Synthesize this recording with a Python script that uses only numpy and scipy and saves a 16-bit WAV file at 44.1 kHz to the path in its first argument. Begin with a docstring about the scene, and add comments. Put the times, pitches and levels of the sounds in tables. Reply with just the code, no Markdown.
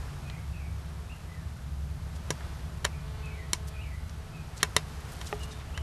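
"""Five dry tool clicks, light ticks, scuffs and a boot knock over a low outdoor hum and a faint bird.
Someone kneels in a concrete corner and works epoxy around a steel bolt with hand tools.
Each click is a tool snapping against its seat: it rings, chatters, thuds into a board and echoes.
Cloth rustles and grit cracks as the weight shifts. A machine hums some way off, a thin whine carries
from afar, and a soft hiss rises and falls like faint breathing over an outdoor rumble."""
import sys
import numpy as np
from scipy import signal
from scipy.fft import rfft, irfft
from scipy.io import wavfile
from scipy.ndimage import uniform_filter1d

SR = 44100
rng = np.random.default_rng(int(sys.argv[2]) if len(sys.argv) > 2 else 0)


def output_pcm(signal):
    """Save a mono or channel-first signal as 16-bit PCM at the path in sys.argv[1].

    Samples are clipped to [-1, 1] before scaling.
    """
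    pcm = np.clip(np.atleast_2d(signal).T, -1, 1) * 32767
    wavfile.write(sys.argv[1], SR, np.round(pcm).astype(np.int16))


N = 256662
T = np.arange(N) / SR
HIT_T = T[:SR // 7]

# Spectra of rumble and hiss. Each row: frequency in Hz, relative density in dB.
RUMBLE_SPECTRUM = [(15, -42), (28, -3), (42, -9), (55, 1), (72, 3), (100, -1), (125, -6.5), (165, -10.5),
                   (190, -16), (260, -22.5), (400, -46)]
HISS_SPECTRUM = [(150, -14), (250, -1.5), (267, -10), (336, -5), (384, -6.5), (423, -7.5), (542, -8.5),
                 (661, -6.5), (1010, -8.5), (1260, -8), (2230, -15.5), (5620, -21.5), (12800, -31),
                 (16600, -66), (22000, -120)]
# Breath-like rise and fall of the hiss, and slow swell of the rumble.
# Each row: time in seconds, hiss gain in dB, rumble gain in dB.
HISS_RUMBLE_DB = [(0.0, -50.5, -38), (0.55, -55.5, -39), (0.94, -54, -41), (1.89, -56.5, -38.5),
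                  (2.46, -51, -39.5), (2.77, -54.5, -38), (3.35, -54, -40.5), (4.05, -56, -38.5),
                  (4.28, -54.5, -41.5), (5.19, -50, -40), (5.62, -52.5, -41.5), (5.82, -53.5, -38)]
# How well the whine carries. Each row: time in seconds, gain in dB.
WHINE_CARRY_DB = [(0, -6.5), (1.8, -1.5), (2.3, 4.5), (3.8, 8), (4.3, 3.5), (5.82, 7)]
# Machine hum. Each row: frequency in Hz, level in dB re the rumble's swell, waver as a share of the line.
HUM_LINES = [(69.73, -2.5, 0.51), (142.9, -11.5, 0.49), (160.1, -11, 0.41)]
# Falling bird phrases. Each row: start in seconds, rough length in seconds, first pitch in Hz,
# step down in semitones, level in dB.
BIRD_PHRASES = [(.24, .15, 2547, 2.5, -54), (0.522, .15, 2648, 1.5, -54), (1.279, .15, 2100, 2.5, -58),
                (3.218, .22, 2665, 2.3, -51.5), (3.821, .15, 2340, 1.8, -53.5), (4.323, .07, 2626, 0, -55)]
# Rising flicks and level peeps. 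Each row: start in seconds, starting pitch in Hz, level in dB.
BIRD_FLICKS = [(1.087, 2370, -52), (3.785, 2420, -51), (5.735, 2596, -48.5)]
BIRD_PEEPS = [(2.915, 2398, -55.5), (3.729, 2440, -53.5), (5.39, 2876, -51.5), (5.5, 3600, -56.5)]
# Scuffs of sleeve, jeans and sole. Each row: midpoint in seconds, level in dB, band centre in Hz.
CLOTH_SCUFFS = [(2.163, -53.5, 6450), (3.683, -49.5, 8500), (4.579, -46.5, 6540), (4.612, -48, 2900),
                (5.126, -49.5, 10000), (5.273, -45, 5970), (5.407, -51, 6000), (5.438, -46.5, 6950),
                (5.519, -49.5, 5400), (5.613, -50, 2500)]
# Boot set down. Each row: start in seconds, level in dB.
BOOT_KNOCKS = [(5.3277, -25)]
# Modes of boot knock, board and tool. Each row: frequency in Hz, relative level in dB, T60 in seconds.
BOOT_MODES = [(418, 2, 0.14), (590, 0, .04), (713, -6.5, 0.09), (810, 2.5, 0.047), (1190, 1.5, 0.03),
              (1840, 5.5, 0.012), (2470, 3, 0.0092)]
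BOARD_MODES = [(152.5, 0, 0.13), (242, 6.5, 0.011), (344, -2.5, 0.033), (464, -10, 0.021),
               (543, -3.5, 0.007)]
TOOL_MODES = [(425, -12, .06), (570, -8, .03), (1005, -9, .045), (1160, -8, .025), (1380, -8, .025),
              (1640, -4, .02), (1790, -5, .022), (1980, -8, .025), (2220, -7, .025), (2680, -14, .045),
              (2820, -10, .02), (3070, -4, .02), (3230, -11, .02), (3670, -11, .025), (3820, -8, .025),
              (4130, -5, .018), (4420, -12, .015), (4780, -14, .015), (5300, -7, .012), (5560, -6, .014),
              (5760, -3, .015), (6400, -9, .016), (6950, -3, .016), (7380, -10, .02), (7920, -10, .014),
              (8780, -6, .009), (9680, -8, .012), (10000, -7, .01), (10250, -13, .015), (10680, -11, .01)]
# Contact noise and its echo. Each row: frequency in Hz, relative density in dB.
CONTACT_SPECTRUM = [(100, -2), (300, -0.5), (520, 8), (800, 16), (1050, 11), (1800, 0), (2450, 9),
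                    (3500, -7), (4700, 3), (6500, -3), (10000, -7.5), (13000, -17)]
# Antiresonances of every click and tick. Each row: frequency in Hz, gain in dB.
CLICK_NOTCHES = [(820, -14), (2480, -8.5), (4720, -5.5), (6350, -1), (7950, -4.5)]
# Light ticks of the tool tip. Each row: start in seconds, level in dB, treble shelf in dB,
# favoured ring in Hz, its gain in dB.
TIP_TICKS = [(0.2986, -41.5, -18, 3280, 12), (2.407, -45, -17, 1700, 15), (2.8453, -30.5, -3, 2200, 8),
             (2.8484, -30, -20, 3750, 6), (2.863, -42, -3, 3600, -4), (3.2573, -53.5, 10, 8000, 7),
             (4.095, -49, -1, 5700, 8), (5.2135, -36.5, -28, 3250, 3), (5.7756, -33.5, -9, 1720, 7)]
# Tool clicks. Each row: start in seconds, level in dB, bass shelf in dB, treble shelf in dB,
# favoured ring in Hz, chatter time in seconds, board thud level in dB.
TOOL_CLICKS = [(2.3048, -24.5, 7, 3.5, 5600, 0.0049, -26.5), (2.85, -20.5, -3.5, -2, 2000, 0.002, -44),
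               (3.5324, -20, -2.5, 13, 6650, 0.0013, -31.5), (4.6298, -16, -1, 2.5, 1560, 0.0028, -36),
               (4.7648, -15, -5.5, 1, 2800, 0.0015, -26.5)]


def undb(db):
    """Decibels to gain."""
    return 10 ** (np.asarray(db) / 20)


def unit_rms(x):
    """Scale to rms 1."""
    return x / np.sqrt(np.mean(x ** 2))


def unit_hit(x):
    """Scale to the energy of 5 ms at rms 1."""
    return x / np.sqrt(np.sum(x ** 2) / (.005 * SR))


def curve(rows, column=1):
    """One column of a timed table, joined by straight lines."""
    columns = np.transpose(rows)
    return np.interp(T, columns[0], columns[column])


def add(out, start_s, x):
    """Mix x into out."""
    i = max(int(start_s * SR), 0)
    out[i:i + len(x)] += x[:max(N - i, 0)]


def noise(spectrum, size):
    """Coloured noise at rms 1."""
    hz, db = np.transpose(spectrum)
    bins_hz = np.maximum(np.fft.rfftfreq(size, 1 / SR), 1)
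    gain = undb(np.interp(np.log(bins_hz), np.log(hz), db))
    return unit_rms(irfft(rfft(rng.standard_normal(size)) * gain, size))


def filtered(x, hz, kind, order=2):
    """Butterworth filter."""
    return signal.sosfilt(signal.butter(order, hz, kind, fs=SR, output="sos"), x)


def bell_eq(x, hz, db, q=2.5):
    """Boost or cut one band."""
    return x + (undb(db) - 1) * signal.lfilter(*signal.iirpeak(hz, q, fs=SR), x)


def wander(rate_hz):
    """Smooth random signal, spread near 1."""
    hold = int(SR / rate_hz)
    steps = np.repeat(rng.standard_normal(N // hold + 1), hold)
    return 1.3 * uniform_filter1d(uniform_filter1d(steps, hold), hold)[:N]


def ring(modes, scatter_db=0):
    """Modes decaying after one push; their strengths scatter with the point of contact."""
    return sum(undb(db + scatter_db * rng.standard_normal() - 60 * HIT_T / t60_s)
               * np.cos(2 * np.pi * hz * HIT_T) for hz, db, t60_s in modes)


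def rumble_and_hiss(rumble_db=-.5, hiss_db=2.5):
    """Soft hiss that rises and falls like faint breathing, over a slowly swelling outdoor rumble."""
    rumble = noise(RUMBLE_SPECTRUM, N) * undb(rumble_db + curve(HISS_RUMBLE_DB, column=2))
    hiss = noise(HISS_SPECTRUM, N) * undb(hiss_db + curve(HISS_RUMBLE_DB))
    return rumble + hiss


def distant_whine(base_hz=215.9, gain_db=-65, tilt_db_per_oct=-4.5, drift=.0012, flutter_db=3.5):
    """Harmonics 2 to 22 of one speed, fluttering in three groups on their way."""
    turns = np.cumsum(base_hz * (1 + drift * wander(5))) / SR
    flutter = [unit_rms(undb(flutter_db * wander(7))) for _ in range(3)]
    lines = np.zeros(N)
    for k in range(2, 23):
        gain = undb(tilt_db_per_oct * np.log2(k)) * flutter[k % 3]
        lines += gain * np.sin(2 * np.pi * k * (turns + rng.random()))
    return np.sqrt(2) * lines * undb(gain_db + curve(WHINE_CARRY_DB))


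def machine_hum():
    """Low lines that waver in level and phase and swell with the rumble."""
    out = np.zeros(N)
    for hz, db, waver in HUM_LINES:
        sway = 1 + waver * (wander(9) + 1j * wander(9))
        carrier = np.exp(2j * np.pi * (hz * T + rng.random()))
        out += undb(db) * unit_rms(np.real(sway * carrier))
    return out * undb(curve(HISS_RUMBLE_DB, column=2))


def whistle(contour_hz, warble=.03, warble_hz=220):
    """One note along a pitch contour; fast warble makes it slightly raspy."""
    size = len(contour_hz)
    hz = contour_hz * (1 + warble * wander(warble_hz)[:size])
    return np.sin(2 * np.pi * np.cumsum(hz) / SR) * signal.windows.tukey(size, .5)


def bird(t60_s=.38, wet_db=1):
    """Falling phrases, rising flicks and level peeps, blurred by walls and trees."""
    note_s, overlap_s, sag_oct_per_s, fade_db_per_note = .072, .012, 1.21, .8
    flick_s, flick_oct_per_s, peep_s = .049, 7, .062
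    sag = 2 ** (-sag_oct_per_s * T[:int((note_s + overlap_s) * SR)])
    rise = 2 ** (flick_oct_per_s * T[:int(flick_s * SR)])
    out = np.zeros(N)
    for start_s, length_s, first_hz, step_semitones, db in BIRD_PHRASES:
        for k in range(round(length_s / note_s)):
            note_hz = first_hz * 2 ** (-k * step_semitones / 12)
            add(out, start_s + k * note_s, undb(db - k * fade_db_per_note) * whistle(note_hz * sag))
    for start_s, hz, db in BIRD_FLICKS:
        add(out, start_s, undb(db) * whistle(hz * rise))
    for start_s, hz, db in BIRD_PEEPS:
        add(out, start_s, undb(db) * whistle(np.full(int(peep_s * SR), hz)))
    tail = rng.standard_normal(SR) * undb(-60 * T[:SR] / t60_s)
    return out + undb(wet_db) * signal.fftconvolve(out, tail / np.linalg.norm(tail))[:N]


def movement_db(peak_s=5.29, peak_db=-55.5, rise_db_per_s=13, fall_db_per_s=23, floor_db=-68):
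    """Rustle level: one shift of weight above a floor of small arm movements."""
    drop_db = np.maximum(rise_db_per_s * (peak_s - T), fall_db_per_s * (T - peak_s))
    return np.maximum(peak_db - drop_db, floor_db)


def boot_grit(grains_per_s=14, over_rustle_db=2.5, t60_s=.015):
    """Grains crack under the boot at random, louder with stronger movement."""
    cracks = (rng.random(N) < grains_per_s / SR) * undb(movement_db() + over_rustle_db)
    burst = rng.standard_normal(len(HIT_T)) * undb(-60 * HIT_T / t60_s)
    grain = unit_hit(filtered(burst, 2500, "high"))
    return signal.fftconvolve(cracks, grain)[:N]


def slips(size, spread_db=1, density=.12):
    """Friction: dense tiny slips of unequal size."""
    impulses = rng.standard_normal(size) * (rng.random(size) < density)
    return impulses * undb(spread_db * np.minimum(rng.exponential(size=size), 5))


def clothes(scuff_s=.046):
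    """Rubbing cloth and sole: short scuffs over a crackling rustle."""
    rustle = unit_rms(filtered(slips(N, spread_db=3.5), [900, 9000], "band", order=1))
    out = rustle * undb(movement_db() + 1.8 * wander(45))
    size = int(scuff_s * SR)
    for mid_s, db, hz in CLOTH_SCUFFS:
        rub = filtered(slips(size), [hz * .5, hz * 1.37], "band")
        scuff = unit_rms(rub * undb(2.9 * wander(410)[:size]))
        add(out, mid_s - scuff_s / 2, undb(db) * scuff * np.hanning(size))
    return out


def thud(modes, cutoff_hz):
    """A dull blow: low-passed modes."""
    return unit_hit(filtered(ring(modes), cutoff_hz, "low"))


def boot_knock():
    """The boot is set down."""
    out = np.zeros(N)
    for start_s, db in BOOT_KNOCKS:
        add(out, start_s, undb(db) * thud(BOOT_MODES, cutoff_hz=2500))
    return out


def diffuse(x, lags_s=(.00029, .00067), feedback=.55):
    """The blow runs back and forth along the tool: all-passes spread its edge."""
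    for lag_s in lags_s:
        taps = np.r_[feedback, np.zeros(int(lag_s * SR)), 1]
        x = signal.lfilter(taps, taps[::-1], x)
    return x


def corner_echo(corner_t60_s=.12, yard_t60_s=.17, yard_db=-27, rise_s=.0014):
    """Noise tail of the corner, with a fainter, longer one from the yard."""
    fade = undb(-60 * HIT_T / corner_t60_s) + undb(yard_db - 60 * HIT_T / yard_t60_s)
    onset = 1 - np.exp(-HIT_T / rise_s)
    return unit_hit(noise(CONTACT_SPECTRUM, len(HIT_T)) * fade * onset)


def wall_reflection(x, lag_s=.016, gain_db=-22):
    """One smeared, duller return off the wall."""
    dulled = filtered(diffuse(x), 5500, "low")
    return undb(gain_db) * np.interp(HIT_T - lag_s, HIT_T, dulled, left=0)


def contact_colour(x, bass_db, treble_db, ring_hz, ring_db):
    """A heavy contact has more bass, a hard one more treble; its position favours one band."""
    x = x + (undb(bass_db) - 1) * filtered(x, 600, "low", order=1)
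    x = x + (undb(treble_db) - 1) * filtered(x, 4500, "high", order=1)
    return bell_eq(x, ring_hz, ring_db)


def click(bass_db, treble_db, ring_hz, ring_db, chatter_s, echo_db, rattle_db=-6, crack_db=-9):
    """The tool snaps against its seat, rings, chatters and echoes in the corner."""
    modes = unit_hit(filtered(diffuse(ring(TOOL_MODES, scatter_db=1)), 9700, "low"))
    contact = np.exp(-(HIT_T / chatter_s) ** 2)
    # Tiny rebounds strike the same modes again.
    rebounds = rng.standard_normal(len(HIT_T)) * contact * HIT_T / chatter_s
    rattle = unit_hit(signal.fftconvolve(modes, rebounds)[:len(HIT_T)])
    crack = unit_hit(noise(CONTACT_SPECTRUM, len(HIT_T)) * contact)
    sound = modes + undb(rattle_db) * rattle + undb(crack_db) * crack + undb(echo_db) * corner_echo()
    sound = contact_colour(sound, bass_db, treble_db, ring_hz, ring_db)
    for hz, db in CLICK_NOTCHES:
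        sound = bell_eq(sound, hz, db, q=8.5)
    return unit_hit(sound + wall_reflection(sound))


def hand_tools(tick_bass_db=-8):
    """Loud clicks that thud into the board under the tool, and light ticks of the tip."""
    out = np.zeros(N)
    for start_s, db, bass_db, treble_db, ring_hz, chatter_s, thud_db in TOOL_CLICKS:
        snap = click(bass_db, treble_db, ring_hz, ring_db=3, chatter_s=chatter_s, echo_db=-11.5)
        add(out, start_s, undb(db) * snap + undb(thud_db) * thud(BOARD_MODES, cutoff_hz=570))
    for start_s, db, treble_db, ring_hz, ring_db in TIP_TICKS:
        tick = click(tick_bass_db, treble_db, ring_hz, ring_db, chatter_s=.0027, echo_db=-9)
        add(out, start_s, undb(db) * tick)
    return out


def scene():
    """The worker and the surroundings, in mono."""
    worker = hand_tools() + boot_knock() + clothes() + boot_grit()
    return (worker + bird() + machine_hum() + distant_whine() + rumble_and_hiss())[None]


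def record(dry):
    """Steep low-pass at 12850 Hz."""
    return signal.sosfilt(signal.ellip(10, .2, 80, 12850, fs=SR, output="sos"), dry)


dry = scene()
out = record(dry)
output_pcm(out)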